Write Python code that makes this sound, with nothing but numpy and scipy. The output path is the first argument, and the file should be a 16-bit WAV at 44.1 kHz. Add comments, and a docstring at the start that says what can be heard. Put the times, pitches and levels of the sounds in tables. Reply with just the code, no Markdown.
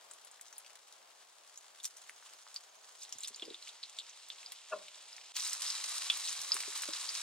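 """A wood fire crackles faintly among hearth stones, a little left of the microphone, in open air.
Wood snaps and taps, and a small bird trills. Tofu cubes go into a skillet of hot oil a step away:
their water flashes to steam, bubbles pop, soft things bump, and a dog yaps once far across the yard.
After a brief dip in level the pan is right at the microphone, a dense sizzle of tiny bursting
bubbles and spitting droplets."""
import sys
import numpy as np
from scipy import signal
from scipy.fft import rfft, irfft, next_fast_len
from scipy.io import wavfile
from scipy.ndimage import uniform_filter1d, map_coordinates

SR = 44100
rng = np.random.default_rng(int(sys.argv[2]) if len(sys.argv) > 2 else 0)


def inscribe(sig):
    """Save sig as 16-bit PCM at rate SR to the path in sys.argv[1].

    A 1-D sig is mono; a 2-D sig holds one channel per row.
    Samples are clipped to [-1, 1] before scaling.
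    """
    pcm = np.round(np.clip(np.atleast_2d(sig).T, -1, 1) * 32767)
    wavfile.write(sys.argv[1], SR, pcm.astype(np.int16))


N = 318402
TIME = np.arange(N) / SR
SIDES = np.array([[1], [-1]])  # left, right
FIRST_CUBES_S, DIP_S, CLOSE_S = 3.0, 5.322, 5.357

# Levels in the tables are relative: each source adds its own gain and filtering.
# Loudness of the fire, the open air and the pan close up: time_s, level_db
FIRE_LEVEL = [(0.0, -62.5), (1.38, -63.5), (1.9, -61.5), (2.25, -59.5), (2.45, -60.5), (2.76, -64),
              (3.0, -59)]
AIR_LEVEL = [(0.0, -68.5), (1.1, -71.5), (2.2, -71), (5.47, -71.5), (5.69, -69.5), (6.54, -66.5),
             (7.2, -67.5)]
CLOSE_LEVEL = [(5.36, -42), (5.75, -41), (6.0, -40), (6.25, -41), (6.45, -42.5), (6.6, -41.5), (6.8, -42),
               (7.2, -41)]
# Spectra of the fire, the open air, the oil a step away and close up: frequency_hz, level_db
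FIRE_SPECTRUM = [(400, -40.5), (1000, -1.5), (1600, -3), (2400, -5.5), (3100, -2), (4400, -1.5),
                 (6000, -1.5), (7500, -2), (9000, -6), (10500, -4.5), (12500, -14), (15500, -12)]
AIR_SPECTRUM = [(25, -58), (70, -79), (140, -22.5), (250, -19.5), (400, -7), (700, 0.5), (1100, -2.5),
                (1800, -9), (3500, -9), (9000, -22.5), (15000, -24)]
OIL_SPECTRUM = [(400, -33.5), (1000, -4.5), (1700, -6.5), (2700, -1), (3700, 2), (4600, 0.5), (6000, -1),
                (7500, -2), (10500, -9), (12500, -21.5), (15500, -18)]
CLOSE_SPECTRUM = [(120, -46), (250, -54), (400, -26), (700, -17.5), (1100, -3.5), (1650, -7.5), (2200, -5),
                  (2800, -3.5), (3600, -2.5), (4600, 0.5), (7500, -1.5), (10500, -5), (12500, -13.5),
                  (15500, -19)]
# Dry snaps of wood and spitting fat: start_s, level_db, centre_hz, sharpness_q
DRY_SNAPS = [(0.112, -39, 7300, 3.2), (0.116, -52, 9000, 1.2), (0.1355, -43, 7000, 1.8),
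             (0.2395, -55, 3080, 4), (0.2485, -43.5, 9500, 1.8), (0.3135, -46.5, 7570, 8.3),
             (0.412, -37.5, 8400, 1.1), (0.4715, -48, 5760, 5.5), (0.4824, -45.5, 4960, 3),
             (0.5275, -43.5, 5560, 8.1), (0.5665, -48, 4570, 6), (0.5813, -34.5, 11000, 1.5),
             (0.647, -49, 3220, 1.4), (0.6635, -45, 3930, 3.9), (0.7045, -49, 3100, 5.7),
             (0.925, -45, 6100, 1.6), (1.558, -47, 5600, 3), (1.575, -39.5, 7300, 5.4),
             (1.7495, -56, 4000, 3.2), (1.801, -46, 3600, 11), (1.8317, -41, 6540, 0.92),
             (1.838, -36, 7060, 1.8), (1.8445, -29, 6900, 1.2), (1.853, -27, 7200, 1.7),
             (1.855, -29.5, 7000, 1.5), (1.8785, -43, 8500, 1.5), (1.9694, -39, 7000, 0.63),
             (2.017, -47, 8000, 0.89), (2.0955, -44.5, 9600, 4.6), (2.3355, -46.5, 6160, 1.6),
             (2.5431, -38, 7100, 1.2), (3.033, -36.5, 6550, 3.2), (3.093, -42.5, 6500, 2.2),
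             (3.1245, -43, 2840, 5.7), (3.1253, -29.5, 6150, 4.9), (3.1846, -39, 6800, 7.8),
             (3.206, -37.5, 7400, 22), (3.2345, -36, 7250, 5.6), (3.2754, -31, 7140, 3.9),
             (3.282, -34.5, 7560, 5.3), (3.3604, -38.5, 7100, 11), (3.453, -42, 4500, 3.4),
             (3.625, -40, 4230, 6), (3.674, -40, 3400, 4.1), (3.681, -40, 5500, 1.2),
             (3.69, -37.5, 3600, 9.7), (3.897, -41, 7300, 3.3), (3.9878, -38, 7200, 9.1),
             (4.096, -41, 6300, 6), (4.286, -42, 9000, 1), (4.385, -43, 3500, 4.6), (4.43, -45, 2800, 3.9),
             (4.5202, -32, 7060, 0.57), (4.883, -39, 2980, 1.1), (5.129, -42, 5100, 7.3),
             (5.165, -41.5, 5400, 8.5), (5.3661, -25, 5440, 1.7), (5.449, -33, 4700, 2.5),
             (5.5314, -23, 7100, 1.3), (5.6203, -25, 5200, 1.4), (5.8403, -27.5, 4700, 1.8),
             (5.956, -31, 5500, 1.8), (5.982, -30, 8000, 1.8), (6.074, -41, 7500, 1.2),
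             (6.1005, -26.5, 2620, 5.3), (6.173, -30, 8000, 1.3), (6.2745, -29, 5280, 1.3),
             (6.3292, -30, 6900, 2.9), (6.416, -30, 5940, 2.8), (6.5424, -24.5, 8250, 2.4),
             (6.5672, -27.5, 3800, 0.39), (6.6047, -27, 4090, 0.47), (6.776, -31, 9600, 1.5),
             (6.8205, -25.5, 8500, 0.88), (6.8347, -31.5, 4770, 1.1), (6.935, -27, 4270, 2.1),
             (7.152, -25.5, 4600, 2.5)]
# Tone of the snaps: frequency_hz, gain_db
SNAP_TONE = [(150, -1), (600, 4.5), (1500, -3.0), (8500, -2), (11500, 0.5), (15500, -9.5)]
# Light woody taps: start_s, level_db, pitch_hz
WOOD_TAPS = [(0.113, -54, 1400), (0.335, -58, 1390), (0.396, -50.5, 1800), (0.527, -53, 1400),
             (2.0955, -33, 2070), (2.226, -52, 1500), (2.467, -46.5, 1100), (2.474, -54, 1140),
             (5.182, -44, 2120), (6.512, -40.5, 1140), (6.567, -35, 1200), (6.635, -37.5, 2120),
             (6.725, -42, 1800), (6.835, -37, 1490)]
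# Short swells of hiss, one brief scrape by the fire, then spurts of steam from the oil:
# peak_s, level_db, centre_hz, half_length_s
HISS_SWELLS = [(1.842, -50, 7000, 0.009), (3.023, -52, 5630, 0.034), (3.238, -48, 6500, 0.019),
               (3.665, -57.5, 4550, 0.042), (5.38, -40, 5000, 0.035), (5.47, -39.5, 6000, 0.052),
               (5.684, -42, 5100, 0.03), (6.289, -40.5, 4500, 0.052)]
# Steam bubbles bursting with a pitch: start_s, level_db, pitch_hz, ring_cycles
BUBBLE_POPS = [(2.562, -29, 4680, 45), (3.05, -41, 4000, 27), (3.235, -29, 4200, 20),
               (3.246, -33, 3700, 24), (3.2495, -31.5, 5050, 28), (3.3454, -34, 4700, 31),
               (3.3966, -38.5, 3470, 34), (3.4223, -35, 3290, 60), (3.4271, -41, 3360, 34),
               (3.503, -38.5, 3750, 34), (3.5445, -35.5, 3600, 39), (3.8303, -35.5, 4700, 35),
               (3.8328, -39, 3960, 29), (3.8358, -32.5, 4150, 28), (3.9872, -27, 3580, 22),
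               (3.989, -34, 4250, 20), (4.3018, -28.5, 3540, 24), (4.4614, -35, 4900, 34),
               (5.6655, -28, 4930, 18), (5.672, -30, 4740, 25), (5.7024, -23.5, 4940, 30),
               (6.1, -18, 3360, 45), (6.519, -19, 4930, 76), (7.091, -23.5, 4800, 30)]
# Soft bumps of cubes, hand and firewood: start_s, level_db, pitch_hz, overtone_db
SOFT_BUMPS = [(3.152, -62, 119, -2), (3.303, -62, 230, 6), (3.424, -43, 360, -9), (3.479, -40.5, 450, -26),
              (3.507, -44, 400, -24), (6.386, -62, 125, -13), (6.55, -49, 400, -22),
              (6.678, -44.5, 398, -12), (6.759, -67, 161, 5), (6.885, -41.5, 317, 0)]
# Resonances that a dragged cube sets humming: pitch_hz, level_db, width_hz
DRAG_MODES = [(345, -61, 30), (484, -61.5, 30), (200, -75.5, 60)]
# Resonances of the dog's yap: pitch_hz, level_db, width_hz
YAP_MODES = [(615, -34.5, 23), (520, -52, 39), (423, -51.5, 37), (304.5, -70, 50), (203, -73, 31),
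             (897, -48, 145), (1100, -42, 48), (1418, -37.5, 48), (1187, -42.5, 74), (1600, -49, 110),
             (2660, -45, 140)]
# Echoes off the yard walls: delay_s, level_db
WALL_ECHOES = [(.024, -17), (.08, -28)]
# Dull tone of the yard's answer: frequency_hz, gain_db
YARD_TONE = [(200, 17), (300, 8), (600, 2.5), (1080, 4), (1400, -5), (2500, -3)]
# Flurries of spitting near the microphone: start_s, end_s, droplet_count
SPIT_FLURRIES = [(5.36, 7.2, 30), (6.38, 6.66, 20), (6.76, 6.95, 20)]
# Stereo width of the hearth: frequency_hz, side_gain_db
HEARTH_WIDTH = [(600, -0.5), (1400, -3.5), (3500, -4.5), (6000, -3.5), (9500, -1.5), (11000, -10.5),
                (13000, -8.5), (15000, -8)]
# How far the left channel leads the right: frequency_hz, phase_rad
LEFT_LEAD = [(100, 0), (2600, .2), (3800, .6), (4500, 1.3), (6400, 1.7), (7500, 1.2), (8900, 1.5),
             (10000, 2.95), (11500, 3.14), (15000, 3.35)]


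def amp(db):
    """Decibels to gain."""
    return 10 ** (np.asarray(db) / 20)


def unit(x):
    """x at rms 1."""
    return x / np.sqrt(np.mean(x ** 2) + 1e-20)


def along(points, hz):
    """(frequency_hz, value) points read on a log axis."""
    frequencies, values = np.transpose(points)
    return np.interp(np.log(hz + 1), np.log(frequencies + 1), values)


def level(rows):
    """Gain per sample from (time_s, level_db) rows."""
    return amp(np.interp(TIME, *np.transpose(rows)))


def fade(centre_s, length_s):
    """A ramp from 0 to 1."""
    return np.clip((TIME - centre_s) / length_s + .5, 0, 1)


def wobble(rate, size=N):
    """A smooth random curve, rate knots a second."""
    knots = rng.standard_normal(4096)
    return map_coordinates(knots, [np.arange(size) * rate / SR], order=2, mode="wrap")


def tone(hz):
    """A sine that follows a pitch given per sample."""
    return np.sin(2 * np.pi * np.cumsum(hz) / SR)


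def filtered(x, response):
    """x through a response given as a function of frequency."""
    size = x.shape[-1]
    padded = next_fast_len(size + 4096)
    return irfft(rfft(x, padded) * response(np.fft.rfftfreq(padded, 1 / SR)), padded)[..., :size]


def coloured(x, spectrum):
    """x shaped by (frequency_hz, gain_db) points."""
    return filtered(x, lambda hz: amp(along(spectrum, hz)))


def resonance(x, hz, q):
    """x through one causal resonance."""
    return filtered(x, lambda f: 1j * f * hz / q / (hz * hz - f * f + 1j * f * hz / q))


def thin(x, corner_hz, order=3):
    """Small sources radiate little below their corner frequency."""
    return filtered(x, lambda hz: (1j * hz / (corner_hz + 1j * hz)) ** order)


def add(track, start_s, sound):
    """Mix a sound into the track."""
    part = track[..., max(round(start_s * SR), 0):][..., :sound.shape[-1]]
    part += sound[..., :part.shape[-1]]


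def scatter(x, wet_db, t60, size=4096):
    """Stereo: x plus a fading wash of reflections, different on each side."""
    t = np.arange(size) / SR
    tail = rng.standard_normal((2, size)) * amp(-60 * t / t60) * (t > .0012)
    tail *= amp(wet_db) / np.linalg.norm(tail[0])
    return x + signal.fftconvolve(x[None], tail, axes=1)[:, :len(x)]


def grains(count, spread_db, rise_s):
    """Tiny bursts at random moments and pitches: many weak, a few strong."""
    when, pitch, strength, phase = rng.random((count, 4)).T[..., None]
    hz, t = 16000 * pitch, np.arange(80) / SR
    burst = np.sin(2 * np.pi * (hz * t + phase)) * t * np.exp(-t / rise_s)
    ceiling = 3.6 + 2.4 * pitch  # larger, lower bubbles burst gently
    size = amp(spread_db * np.minimum(-np.log(1 - strength), ceiling))
    burst *= size / np.linalg.norm(burst, axis=1, keepdims=True)
    samples = (when * N).astype(int) + np.arange(len(t))
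    return unit(np.bincount(samples.ravel(), burst.ravel(), N)[:N])


def sizzle(bursts, spectrum, hiss_db, wet_db, clump_db):
    """Bursts over the hiss of countless smaller ones, arriving in clumps; rms 1."""
    boil = bursts + amp(hiss_db) * rng.standard_normal(N)
    boil *= amp(clump_db * (wobble(70) + 0.83 * wobble(29)))
    # Reflections from pan and stones form a diffuse wash that trails the bursts' energy.
    energy = signal.lfilter([1], [1, -np.exp(-1 / (0.0018 * SR))], boil ** 2)
    wash = unit(np.sqrt(energy) * rng.standard_normal((2, N)))
    return unit(coloured(unit(boil) + amp(wet_db) * wash, spectrum))


def pings(rows, glide, crack_db, gain_db, wet_db, t60, glide_s=.0012):
    """Each row cracks and rings briefly; pan wall and stones answer."""
    out, t = np.zeros((2, N)), np.arange(4096) / SR
    onset = 1 - np.exp(-(t / .00018) ** 2)
    bend = 1 + glide * (.5 - np.exp(-t / glide_s))
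    for start_s, db, hz, cycles in rows:
        ring = tone(hz * bend) * amp(-60 * t * hz / cycles) * onset
        crack = resonance(rng.standard_normal(len(t)) * amp(-60 * t / 0.0012), hz, q=3.4)
        ping = ring + amp(crack_db) * crack / np.max(np.abs(crack))
        add(out, start_s, amp(db + gain_db) * scatter(ping, wet_db, t60))
    return out


def fire(gain_db=3):
    """Burning wood crackles finely, washed in reflections from the hearth stones."""
    sparks = grains(count=12000, spread_db=4.2, rise_s=.00007)
    crackle = sizzle(sparks, FIRE_SPECTRUM, hiss_db=-3.5, wet_db=6.0, clump_db=1.0)
    return amp(gain_db) * level(FIRE_LEVEL) * crackle


def air(gain_db=5.0, lean_db=1, flutter_db=-46, lumpy_db=7):
    """The outdoor rush all round the microphone, stronger on the left, over a faint low flutter."""
    noise = (rng.standard_normal((2, N)) + .5 * rng.standard_normal(N)) * amp(lean_db * SIDES)
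    rush = unit(coloured(noise, AIR_SPECTRUM))
    rumble = resonance(rng.standard_normal((2, N)), hz=45, q=0.6)
    flutter = unit(rumble * amp(lumpy_db * wobble(9.9)))
    return level(AIR_LEVEL) * amp(gain_db + 1.5 * wobble(12.0)) * (rush + amp(flutter_db) * flutter)


def snaps(gain_db=1, t60=0.0058, tick_count=12, tick_db=-53, tick_hz=7000):
    """Wood and fat crack sharply, with fainter ticks at random; the stones answer."""
    out, t = np.zeros((2, N)), np.arange(4096) / SR
    ticks = [(rng.uniform(0, N / SR), rng.normal(tick_db, 2.5), tick_hz * rng.lognormal(0, 0.47), 3)
             for _ in range(tick_count)]
    for start_s, db, hz, q in list(DRY_SNAPS) + ticks:
        crack = resonance(rng.standard_normal(len(t)) * amp(-60 * t / t60), hz, q)
        crack /= np.sqrt(np.max(uniform_filter1d(crack ** 2, size=44)))  # loudest millisecond at rms 1
        add(out, start_s, amp(db + gain_db) * scatter(crack, wet_db=-0.5, t60=0.07))
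    return coloured(out, SNAP_TONE)


def taps(cycles=6.6):
    """Lightly struck wood is damped within a few cycles."""
    rows = [(*row, cycles) for row in WOOD_TAPS]
    return pings(rows, glide=0, crack_db=-15, gain_db=12, wet_db=-8, t60=.07)


def hisses(hiss_q=0.83, fizz_q=3.2, fizz_db=-23, fizz_lag_s=0.012, fizz_half_s=0.016):
    """Grainy swells: a scrape by the fire, then water flashing to steam; a fizz trails every pop."""
    out, bursts = np.zeros(N), grains(count=12000, spread_db=2.5, rise_s=0.00035)
    swells = [(*row, hiss_q) for row in HISS_SWELLS]
    fizz = [(s + fizz_lag_s, db + fizz_db, hz, fizz_half_s, fizz_q) for s, db, hz, _ in BUBBLE_POPS]
    for peak_s, db, hz, half_s, q in swells + fizz:
        start = round((peak_s - .1) * SR)
        span = slice(start, start + 8820)
        band = unit(resonance(resonance(bursts[span], hz, q), hz, q))
        envelope = np.exp(-((TIME[span] - peak_s) / half_s) ** 2)
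        out[span] += amp(db) * band * envelope
    return scatter(out, wet_db=-4.0, t60=0.057)


def bird(start_s=1.968, syllables=16, spacing_s=.0625, slowing_s=.00027, rise_db=-62, fall_db=-67):
    """A faint, slowing trill: every syllable is an upward slur and a weaker downward one."""
    out, progress = np.zeros(N), np.linspace(0, 1, 750)
    swell, sweep = np.sin(np.pi * progress), np.sin(np.pi * progress / 2)
    rise = swell * tone(np.interp(sweep, (0, 1), (5800, 6750)))
    fall = swell * tone(np.interp(sweep, (0, 1), (7900, 6600)))
    for k in range(syllables):
        syllable_s = start_s + k * (spacing_s + slowing_s * k)
        add(out, syllable_s, amp(rise_db) * rise)
        add(out, syllable_s + 0.026, amp(fall_db) * fall)
    return scatter(out, wet_db=0, t60=.16)


def pops():
    """A bubble's film tears and its cavity rings briefly, rising in pitch as it empties."""
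    return pings(BUBBLE_POPS, glide=.08, crack_db=-12, gain_db=4.5, wet_db=-3, t60=.04)


def oil(start_db=-57, growth_db_per_s=1.21):
    """Bubbles burst in the oil a step from the microphone; the sizzle grows as the pan fills."""
    bubbles = grains(count=16000, spread_db=3.5, rise_s=.0002)
    growth = amp(start_db + growth_db_per_s * (TIME - FIRST_CUBES_S))
    return growth * sizzle(bubbles, OIL_SPECTRUM, hiss_db=1.5, wet_db=-0.5, clump_db=0.95)


def bumps(attack_s=0.0016, t60=0.036, gain_db=3, thud_hz=120, thud_db=-21, overtone_ratio=1.81):
    """Soft contacts: a few low cycles and an overtone over a dull thud."""
    out, t = np.zeros(N), np.arange(8192) / SR
    thud = amp(thud_db - 60 * t / 0.011) * np.sin(2 * np.pi * thud_hz * t)
    onset = 1 - np.exp(-(t / attack_s) ** 2)
    for start_s, db, hz, overtone_db in SOFT_BUMPS:
        phase = 2 * np.pi * hz * t
        knock = amp(-60 * t / t60) * (np.sin(phase) + amp(overtone_db) * np.sin(overtone_ratio * phase))
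        add(out, start_s, amp(db + gain_db) * (knock + thud) * onset)
    return out


def drag(start_s=3.425, end_s=3.525, edge_s=0.0083):
    """A cube dragged across the pan sticks and slips, keeping a few low resonances humming."""
    hum = sum(amp(db) * tone(hz + width * wobble(200)) for hz, db, width in DRAG_MODES)
    return hum * fade(start_s, edge_s) * (1 - fade(end_s, edge_s))


def dog(start_s=4.7235, sag_per_s=1.5, lean_db=.9, yard_delay_s=.025):
    """One far, rough yap: resonances swell from high to low and sag as the mouth closes."""
    yap, yard = np.zeros(N), np.zeros((2, N))
    t = np.arange(8192) / SR - .08  # zero at the top of each swell
    for hz, db, width in YAP_MODES:
        swell_s = .012 * (1000 / hz) ** .42  # low resonances swell longer
        swell = np.exp(-(t / swell_s) ** 2)
        pitch = hz * (1 - sag_per_s * t) + width * wobble(251.5, size=len(t))
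        add(yap, start_s + 0.85 * swell_s + t[0], amp(db) * swell * tone(pitch))
    for delay_s, db in WALL_ECHOES:
        add(yard, delay_s, amp(db) * yap)
    rough = yap * (1 + .5 * wobble(120))  # uneven ground and foliage smear the far answer
    add(yard, yard_delay_s, scatter(rough, wet_db=-14.5, t60=.4, size=16384) - rough)
    return amp(lean_db * SIDES) * (yap + coloured(yard, YARD_TONE))


def close_pan(hollow_db=-1.5):
    """The full pan froths at the microphone; the hollow between pan wall and cubes rings."""
    bubbles = grains(count=48000, spread_db=3.7, rise_s=.00009)
    froth = level(CLOSE_LEVEL) * sizzle(bubbles, CLOSE_SPECTRUM, hiss_db=-9.5, wet_db=2.0, clump_db=1.02)
    return froth + amp(hollow_db) * resonance(froth, hz=3900, q=20)


def droplets(gain_db=13, range_db=7):
    """Droplets burst close by, in flurries: single dry clicks that reach far into the treble."""
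    clicks = np.zeros(N)
    for start_s, end_s, count in SPIT_FLURRIES:
        when, strength = rng.random((count, 2)).T
        samples = ((start_s + when * (end_s - start_s)) * SR).astype(int)
        clicks += np.bincount(samples, amp(gain_db + range_db * strength ** 2), N)[:N]
    bright = thin(clicks * level(CLOSE_LEVEL), corner_hz=8000, order=2)
    return scatter(bright, wet_db=-8, t60=.015)


def place_hearth(stereo, lean_db=1.3, lean_ends_s=2.9):
    """The hearth lies a little left: its treble arrives there first, and that side starts louder."""
    left, right = stereo
    mid, side = (left + right) / 2, (left - right) / 2
    narrowed = mid + SIDES * coloured(side, HEARTH_WIDTH)
    shifted = filtered(narrowed, lambda hz: np.exp(.5j * along(LEFT_LEAD, hz) * SIDES))
    return shifted * amp(lean_db * SIDES * np.clip(1 - TIME / lean_ends_s, 0, 1))


def scene():
    """The fire gives way to the oil, then to the pan close up, with the yard all round."""
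    at_pan, near = fade(FIRST_CUBES_S, 0.12), fade(CLOSE_S, 0.0033)
    bed = fire() * (1 - at_pan) + oil() * at_pan * (1 - near) + close_pan() * near
    details = thin(snaps() + taps() + hisses() + pops() + droplets(), corner_hz=553)
    handling = amp(-1 * SIDES) * scatter(bumps() + drag(), wet_db=-2.0, t60=0.1)  # slightly right
    return place_hearth(bed + details) + air() + bird() + thin(handling, corner_hz=60) + dog()


def record(dry, dip_db=-16, top_hz=15830):
    """The level dips briefly just before the close sizzle; nothing passes above top_hz."""
    recovery = np.clip((CLOSE_S - TIME) / (CLOSE_S - DIP_S), 0, 1)
    dip = fade(DIP_S, 0.0011) * recovery
    return filtered(dry * amp(dip_db * dip), lambda hz: hz < top_hz)


dry = scene()
out = record(dry)
inscribe(out)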